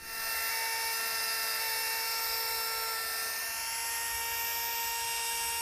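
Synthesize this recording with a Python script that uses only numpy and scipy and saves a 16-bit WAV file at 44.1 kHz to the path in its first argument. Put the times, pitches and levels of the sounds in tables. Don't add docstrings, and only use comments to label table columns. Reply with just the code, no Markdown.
import sys
import numpy as np
from scipy import signal
from scipy.fft import rfft, irfft, next_fast_len
from scipy.io import wavfile
from scipy.ndimage import uniform_filter1d

SR = 44100
rng = np.random.default_rng(int(sys.argv[2]) if len(sys.argv) > 2 else 0)


def log_audio(samples):
    frames = np.atleast_2d(samples).T
    limited = np.clip(frames, -1, 1)
    pcm = np.round(limited * 32767).astype(np.int16)
    wavfile.write(sys.argv[1], SR, pcm)


def level_to_linear(level):
    exponent = np.asarray(level, float) / 20
    return 10 ** exponent


N = 247665
TIME = np.arange(N) / SR

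# (frequency [Hz], density [dB per Hz])
RUMBLE_SPECTRUM = [(21, -35), (36, -5.5), (66, 4), (150, -13.5), (200, -43), (330, -120)]
# (frequency [Hz], density [dB per Hz])
SURF_SPECTRUM = [(76, -35), (130, -8), (345, -8), (404, -8), (420, -8.5), (550, -24), (920, -120)]
# (time [s], level [dB])
GUSTS = [
    (.27, 5),
    (1.91, 0),
    (2.3, 5),
    (2.55, 8),
    (3.06, 2.5),
    (4.14, 10),
    (4.3, 8),
    (4.6, 3),
    (5.06, 6),
    (5.47, 6),
]
# (start [s], end [s], level [dB])
WAVES = [
    (-.1, .25, 9.5),
    (.9, 1.3, 4.5),
    (2.5, 2.85, 2.5),
    (4.25, 4.9, 3.5),
    (5.3, 5.7, 6),
]

# (time [s], speed [turns per s])
SHAFT_SPEED = [(0, 451.5), (.4, 450), (.62, 452.2), (.89, 453.3), (1.25, 450.3), (1.64, 447.5),
               (1.8, 450.1), (2.2, 451.7), (2.46, 451.2), (2.85, 449.6), (3.22, 449.6), (3.52, 452),
               (3.82, 459.3), (4.07, 462), (4.17, 460.2), (4.63, 463.6), (5.16, 462.4), (5.62, 462.8)]
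# (start [s], seating [0 skipping to 1 seated], bite into the shell [dB], cage beat [dB])
HOLDS = [(0, 0.01, 1.5, -1.5), (.51, 1, 0.5, 0.1), (.93, 0.01, 2, -5.5), (1.6, 0.8, 0.5, 1.1),
         (2.05, 0.48, -1, 1.1), (2.55, 0.4, -2.5, -0.7), (2.96, 0.01, -6.5, -10), (3.58, 0.47, -1.5, -17),
         (4.13, 0.66, -12, -3), (4.55, .98, -10, -6), (5.1, .99, -7, -14)]
# (time [s], first dip [Hz], second dip [Hz], second dip depth [dB], crest gain [dB])
MIC_TURN = [(0, 3130, 7300, 7.5, 0.5), (2.0, 3160, 6900, 3, -0.5), (2.9, 2990, 6340, 8, 1.5),
            (3.2, 3120, 7000, 6, 3.5), (3.45, 3330, 7800, 11, 2.5), (3.65, 3770, 8500, 8, 2),
            (3.85, 3860, 9200, 4, 4), (4.2, 4000, 8550, 3, 7.5), (4.55, 4160, 8900, 4, 5.5),
            (4.8, 4200, 9100, 6, 0), (5.05, 4300, 9050, 5, .1), (5.62, 4180, 9000, -4.5, 4)]

# (order [per turn], seated [dB], skipping [dB], change when turned away [dB])
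LOW_ORDERS = [
    (1, -53, -54.5, -2),
    (2, -41, -49, 0.5),
    (3, -54, -46, -1.5),
    (4, -43.5, -42.5, -3),
    (5, -44.5, -58, -4.5),
    (6, -46.5, -45, 0.7),
    (12, -43, -48.5, -2.1),
]
# (start [s], end [s], order [0 = bounce], change [dB])
SWELLS = [(0.2, .6, 1, -2.5), (2.3, 2.96, 1, 4), (3.5, 3.76, 1, -5), (3.8, 4.18, 1, -2.5),
          (3, 3.05, 2, -10.1), (3.48, 3.6, 2, -3), (6, 4.08, 5, -4), (2.5, 1.7, 5, -2), (1.8, 2.0, 6, 3),
          (4.5, 4.72, 6, -4.5), (.2, 0.51, 4, 1.5), (3.88, 4.16, 4, 2.5), (3.3, 3.78, 1, -4.5),
          (3, 3.48, 2, -13), (2.05, 2.96, 3, 4), (2.6, 2.96, 3, 3), (3.3, 3.56, 3, -6), (2, 2.95, 4, -5),
          (3.5, 3.85, 4, -3), (5.0, 5.7, 4, -2.5), (2.05, 3.05, 5, 2.5), (4.13, 4.55, 5, 6),
          (2.22, 4.13, 6, -5), (2.85, 3.4, 6, -3), (5.1, 5.7, 6, 2), (2, 2.95, 12, 3.5),
          (3.65, 3.9, 12, 2.5), (2, 3.1, 0, -5.5), (5.0, 5.7, 0, -4)]
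# (order [per turn], level against the bounce [dB])
HALF_ORDERS = [
    (.5, -15),
    (1.5, -1),
    (2.5, -4),
    (3.5, -2),
    (4.5, -4),
    (5.5, -6),
]
# (order [per turn], level against that order [dB])
CAGE_LINES = [
    (1, -7),
    (2, -23),
    (4, -10.5),
    (6, -16.5),
]
# (order [per turn], level against the ball tone [dB])
BALL_ORDERS = [
    (3.553, 1),
    (4.555, -13),
    (5.555, -6),
]
# (start [s], end [s], level [dB])
RATTLES = [
    (.35, .7, -50),
    (3.7, 4.06, -54.5),
]
# (start [s], end [s], order [per turn], level [dB])
SINGING_ORDERS = [(4.1, 7.1, 8, -59.5), (0.93, 1.47, 9, -59), (2.3, 2.97, 9, -55.5), (4.6, 5.7, 9, -63),
                  (2.03, 2.45, 10, -53), (4.2, 5.7, 10, -58.5), (4.3, 6.4, 11, -59), (3.8, 5.7, 13, -60),
                  (.5, 1.32, 14, -59), (0.36, 1.1, 16, -58), (3.9, 5.4, 16, -58),
                  (3.7, 4.5, 17, -62), (4.3, 5.7, 21, -64), (3.7, 4.6, 24, -66), (1.3, 2.1, 26, -60),
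           (3.5, 4.05, 27, -53), (1.7, 2.9, 28, -57), (2.4, 3.3, 25, -62), (4.7, 5.0, 17, -55),
           (5.2, 5.7, 17, -53), (5.0, 5.7, 18, -47), (5.2, 5.7, 20, -56), (3.5, 4.14, 21, -54),
           (.5, 1.3, 22, -51), (1.63, 2.0, 22, -45.5), (3.7, 4.15, 22, -53), (2.45, 2.7, 23, -51),
           (3.42, 4.3, 23, -50.5), (4.8, 5.7, 23, -49.5), (.1, 1.3, 24, -58), (3.8, 4.86, 26, -53.5),
           (1.4, 2.4, 27, -58), (5.0, 5.7, 27, -50), (4.2, 4.9, 28, -58), (1.2, 2.8, 29, -53),
           (4.35, 5.0, 29, -49), (1.9, 2.91, 30, -46.5), (4.33, 4.9, 30, -50), (0.06, 0.62, 31, -43.5),
           (0.81, 1.83, 31, -46), (3.04, 3.45, 31, -50)]

# (frequency [Hz], density [dB per Hz])
HISS_SPECTRUM = [(150, -71), (250, -28.5), (408, -21), (451, -19.5), (534, -15.5), (814, -11.5), (901, -6),
                 (1050, -11), (1830, -12.5), (3140, -8.5), (5120, -4.5), (8790, -9), (14100, -13)]
# (frequency [Hz], width [Hz], level [dB])
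CAVITY = [
    (1587, 490, -1.5),
    (2120, 166, -3),
]
# (frequency [Hz], width [Hz], level [dB])
LIP = [
    (4660, 510, -8.5),
    (4986, 110, -2.5),
    (9950, 850, -4.5),
]
# (frequency [Hz], width [Hz], level [dB])
WHISTLE = [
    (12050, 250, -12),
    (13480, 300, -4),
]
# (start [s], end [s], change [dB])
WHISTLES = [
    (.4, 1.0, 2.1),
    (2.2, 2.65, 6),
    (2.95, 3.45, 2.1),
    (4.306, 4.95, 7),
    (5.22, 5.36, 7),
]
# (start [s], end [s], change [dB])
LIP_RINGS = [
    (0, 1.08, -2),
    (1.1, 1.6, 5),
    (2.98, 3.3, 2),
    (3.31, 4.34, -3),
    (2.65, 2.95, -5),
    (4.96, 5.22, 11),
]
# (start [s], end [s], from [Hz], to [Hz], depth [dB])
SHADOWS = [
    (2.3, 3.1, 10200, 10400, 3),
    (3.3, 3.95, 11000, 13300, 5),
    (4.62, 5.4, 9500, 14000, 7),
    (3.25, 4.36, 3500, 4300, 3),
    (0.4, 1.9, 8200, 8400, 2.5),
    (.6, 2.0, 11000, 11200, 2),
]
# (time [s], low edge [Hz], high edge [Hz], level [dB])
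WIDE_PATCHES = [(.729, 7640, 9730, -51), (.965, 4570, 6160, -46), (.965, 12300, 13800, -46),
                (2.125, 7700, 9700, -49), (2.664, 8200, 9730, -52), (3.637, 4300, 5130, -54),
                (3.637, 7750, 8830, -58), (3.637, 11000, 12400, -51), (4.263, 5640, 6930, -53),
                (4.263, 11000, 12400, -48), (4.495, 10270, 12300, -48), (4.868, 6300, 7670, -53)]


def rms_one(x):
    return x / np.sqrt(np.mean(x ** 2) + 1e-20)


def in_time(rows, at=TIME):
    s, *columns = np.transpose(rows)
    return [np.interp(at, s, column) for column in columns]


def drift(rate):
    r = np.exp(-80 * np.pi * rate / SR)
    noise = rng.standard_normal(N // 40 + 2002)
    slow = signal.lfilter([1], [1, -2 * r, r * r], noise)[2000:]
    return np.interp(np.arange(N) / 40, np.arange(len(slow)), rms_one(slow - slow.mean()))


def coloured(spectrum):
    hz, db = np.transpose(spectrum)
    size = next_fast_len(N)
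    grid = np.fft.rfftfreq(size, 1 / SR) + 1
    gain = level_to_linear(np.interp(np.log(grid), np.log(hz), db))
    return rms_one(irfft(rfft(rng.standard_normal(size)) * gain, size)[:N])


def resonate(x, modes):
    out = 0
    for k, (hz, width_hz, db) in enumerate(modes):
        r = np.exp(-np.pi * width_hz / SR)
        poles = [1, -2 * r * np.cos(2 * np.pi * hz / SR), r * r]
        ringing = signal.lfilter([1, 0, -1], poles, x)
        out = out + (-1) ** k * level_to_linear(db) * rms_one(ringing)
    return out


def tone(turns, order, beside_hz=0):
    return np.sqrt(2) * np.sin(2 * np.pi * (order * turns + beside_hz * TIME + rng.random()))


def spell(start, end, ramp_s):
    return np.clip(np.minimum(TIME - start, end - TIME) / ramp_s + 0.5, 0, 1)


def spells_db(rows, ramp_s):
    return sum(db * spell(start, end, ramp_s) for start, end, db in rows)


def away():
    facing_hz, away_hz = 3150, 4150
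    return np.clip((in_time(MIC_TURN)[0] - facing_hz) / (away_hz - facing_hz), 0, 1)


def holds():
    start, *columns = np.transpose(HOLDS)
    now = np.clip(np.searchsorted(start, TIME) - 1, 0, None)
    return uniform_filter1d(np.array(columns)[:, now], size=int(0.03 * SR))


def wind():
    gust_s, buffet_hz, buffet_end_s = 0.035, 13, 0.31
    rumble_db = -65.5 + 4 * away() + 0.69 * drift(5)
    for s, db in GUSTS:
        rumble_db += db * np.exp(-0.5 * ((TIME - s) / gust_s) ** 2)
    surf_db = -70 + spells_db(WAVES, 0.15) + 1.1 * drift(8.9)
    buffet = np.sin(2 * np.pi * buffet_hz * TIME + 1.5 * drift(6))
    buffet *= np.clip((buffet_end_s - TIME) / 0.02, 0, 1)
    rumble = level_to_linear(rumble_db) * coloured(RUMBLE_SPECTRUM)
    surf = level_to_linear(surf_db) * coloured(SURF_SPECTRUM)
    return rumble + surf + level_to_linear(-56) * buffet


def shaft_turns():
    speed = uniform_filter1d(in_time(SHAFT_SPEED)[0], size=3000)
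    return np.cumsum(speed + 0.298 * drift(35.2)) / SR


def whine(turns):
    seated, _, cage_db = holds()
    turned = away()
    cage_hz = 59.3
    levels = {}
    for order, seated_db, skipping_db, away_db in [*LOW_ORDERS, (0, -66, -55.5, -2.1)]:
        levels[round(order)] = skipping_db + seated * (seated_db - skipping_db) + turned * away_db
    for start, end, order, db in SWELLS:
        levels[round(order)] = levels[round(order)] + db * spell(start, end, 0.06)
    bounce_db = levels.pop(0)
    ball_db = -59 + 4.5 * turned

    out = np.zeros(N)
    for order, db in levels.items():
        out += level_to_linear(db + 0.52 * drift(20) + 0.66 * drift(2.8)) * tone(turns, order)
    for order, db in HALF_ORDERS:
        out += level_to_linear(bounce_db + db + 1.5 * drift(20)) * tone(turns, order)
    for order, db in CAGE_LINES:
        out += level_to_linear(levels[round(order)] + db + cage_db + 1.2 * drift(15)) * tone(turns, order, cage_hz)
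    spin_db = -70 + 7 * seated - 8.2 * turned + 3.5 * drift(17)
    out += level_to_linear(spin_db) * tone(turns, 2.776)
    rattle = sum(level_to_linear(db) * spell(start, end, 0.1) for start, end, db in RATTLES)
    out += rattle * level_to_linear(1.5 * drift(15)) * tone(turns, 4.5)
    for order, db in BALL_ORDERS:
        out += level_to_linear(ball_db + db) * (0.32 + 0.68 * drift(11.4)) * tone(turns, order)
    return out


def high_orders(turns):
    faint, singing, turned = 0, 0, away()
    for order in set(range(7, 32)) - {12}:
        wavering = level_to_linear(2.2 * drift(25)) * tone(turns + 0.003 * drift(30), order)
        faint = faint + level_to_linear(-62 + 1.5 * turned + 2.5 * drift(1.14)) * wavering
        for start, end, singer, db in SINGING_ORDERS:
            if round(singer) == order:
                singing = singing + level_to_linear(db) * spell(start, end, 0.16) * wavering
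    return faint, singing


def grit(turns):
    bite_db = uniform_filter1d(holds()[1], size=4000)
    turned = away()
    hiss_db = -38.5 + 0.065 * bite_db + 0.28 * turned
    cavity_db = -46 + 0.93 * bite_db - 3 * turned
    lip_db = -42.5 + 0.31 * bite_db - 14 * turned
    whistle_db = -44.5 + 0.01 * bite_db - 2.1 * turned + spells_db(WHISTLES, 0.1)
    low_board_db = -52 + 0.01 * bite_db - 5 * turned
    high_board_db = -49 + 0.01 * bite_db + 0.6 * turned
    ring_db = lip_db + spells_db(LIP_RINGS, 0.1)
    low_board_db += 2.4 * spell(2.72, 3.55, 0.2)

    # its modes (frequency [Hz], width [Hz], level [dB]) and its level
    bodies = [(CAVITY, cavity_db),
              (LIP[::2], (lip_db + ring_db) / 2),
              (LIP[1:2], ring_db + 0.7 * drift(30)),
              (WHISTLE, whistle_db),
              ([(705, 150, -2.5)], low_board_db),
              ([(2510, 690, 1.25)], high_board_db)]
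    out = level_to_linear(hiss_db + 0.35 * drift(2.3)) * coloured(HISS_SPECTRUM)
    for modes, db in bodies:
        scrape = rng.standard_normal(N)
        out += level_to_linear(db + 0.52 * drift(17) + 0.43 * drift(4.9)) * resonate(scrape, modes)
    return out * (1 + 0.12 * np.cos(2 * np.pi * turns) + 0.05 * np.cos(np.pi * turns))


def table_bounce(x):
    hz, s, frames = signal.stft(x, SR, nperseg=1024)
    first_hz, second_hz, second_db, crest_db = in_time(MIC_TURN, s)
    turned = np.interp(s, TIME, away())
    # (centre [Hz], width [Hz], depth [dB])
    dips = [(first_hz, 260 + 40 * turned, 9.5),
            (second_hz, 480, second_db),
            (0.48 * first_hz, 97, 3.9 * (0.18 + turned)),
            (2.89 * first_hz, 600, -crest_db),
            (5980, 76, 2)]
    for start, end, from_hz, to_hz, db in SHADOWS:
        centre = np.interp(s, [start, end], [from_hz, to_hz])
        dips.append((centre, 500, db * np.interp(s, TIME, spell(start, end, 0.22))))

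    patches = uniform_filter1d(rng.standard_normal(frames.shape), size=5, axis=0)
    patches = uniform_filter1d(patches, size=30, axis=1)
    gain_db = 1.1 * rms_one(patches)
    for centre, width_hz, depth_db in dips:
        gain_db -= depth_db * np.exp(-0.5 * ((hz[:, None] - centre) / width_hz) ** 2)
    return signal.istft(frames * level_to_linear(gain_db), SR, nperseg=1024)[1][:N]


def scene():
    turns = shaft_turns()
    fade = np.clip(0.18 + TIME / 0.36, 0, 1)
    faint, singing = high_orders(turns)
    tool = whine(turns) + singing + table_bounce(grit(turns) + faint)
    mono = wind() + fade * tool
    return np.array([mono, mono])


def low_pass(x):
    return signal.sosfilt(signal.butter(12, 15460, fs=SR, output="sos"), x)


def record(dry):
    side = np.zeros(N)
    for s, low_hz, high_hz, db in WIDE_PATCHES:
        band = signal.butter(8, [low_hz, high_hz], "band", fs=SR, output="sos")
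        burst = signal.sosfilt(band, rng.standard_normal(4096))[2048:]
        at = round(s * SR) - 1024
        side[at:at + 2048] += level_to_linear(db) * rms_one(burst) * signal.windows.tukey(2048, 0.8)
    size = next_fast_len(N)
    kept = np.fft.rfftfreq(size, 1 / SR) < 14270
    mix = irfft(rfft(dry + side * [[1], [-1]], size) * kept, size)[:, :N]
    return low_pass(mix)


dry = scene()
out = record(dry)
log_audio(out)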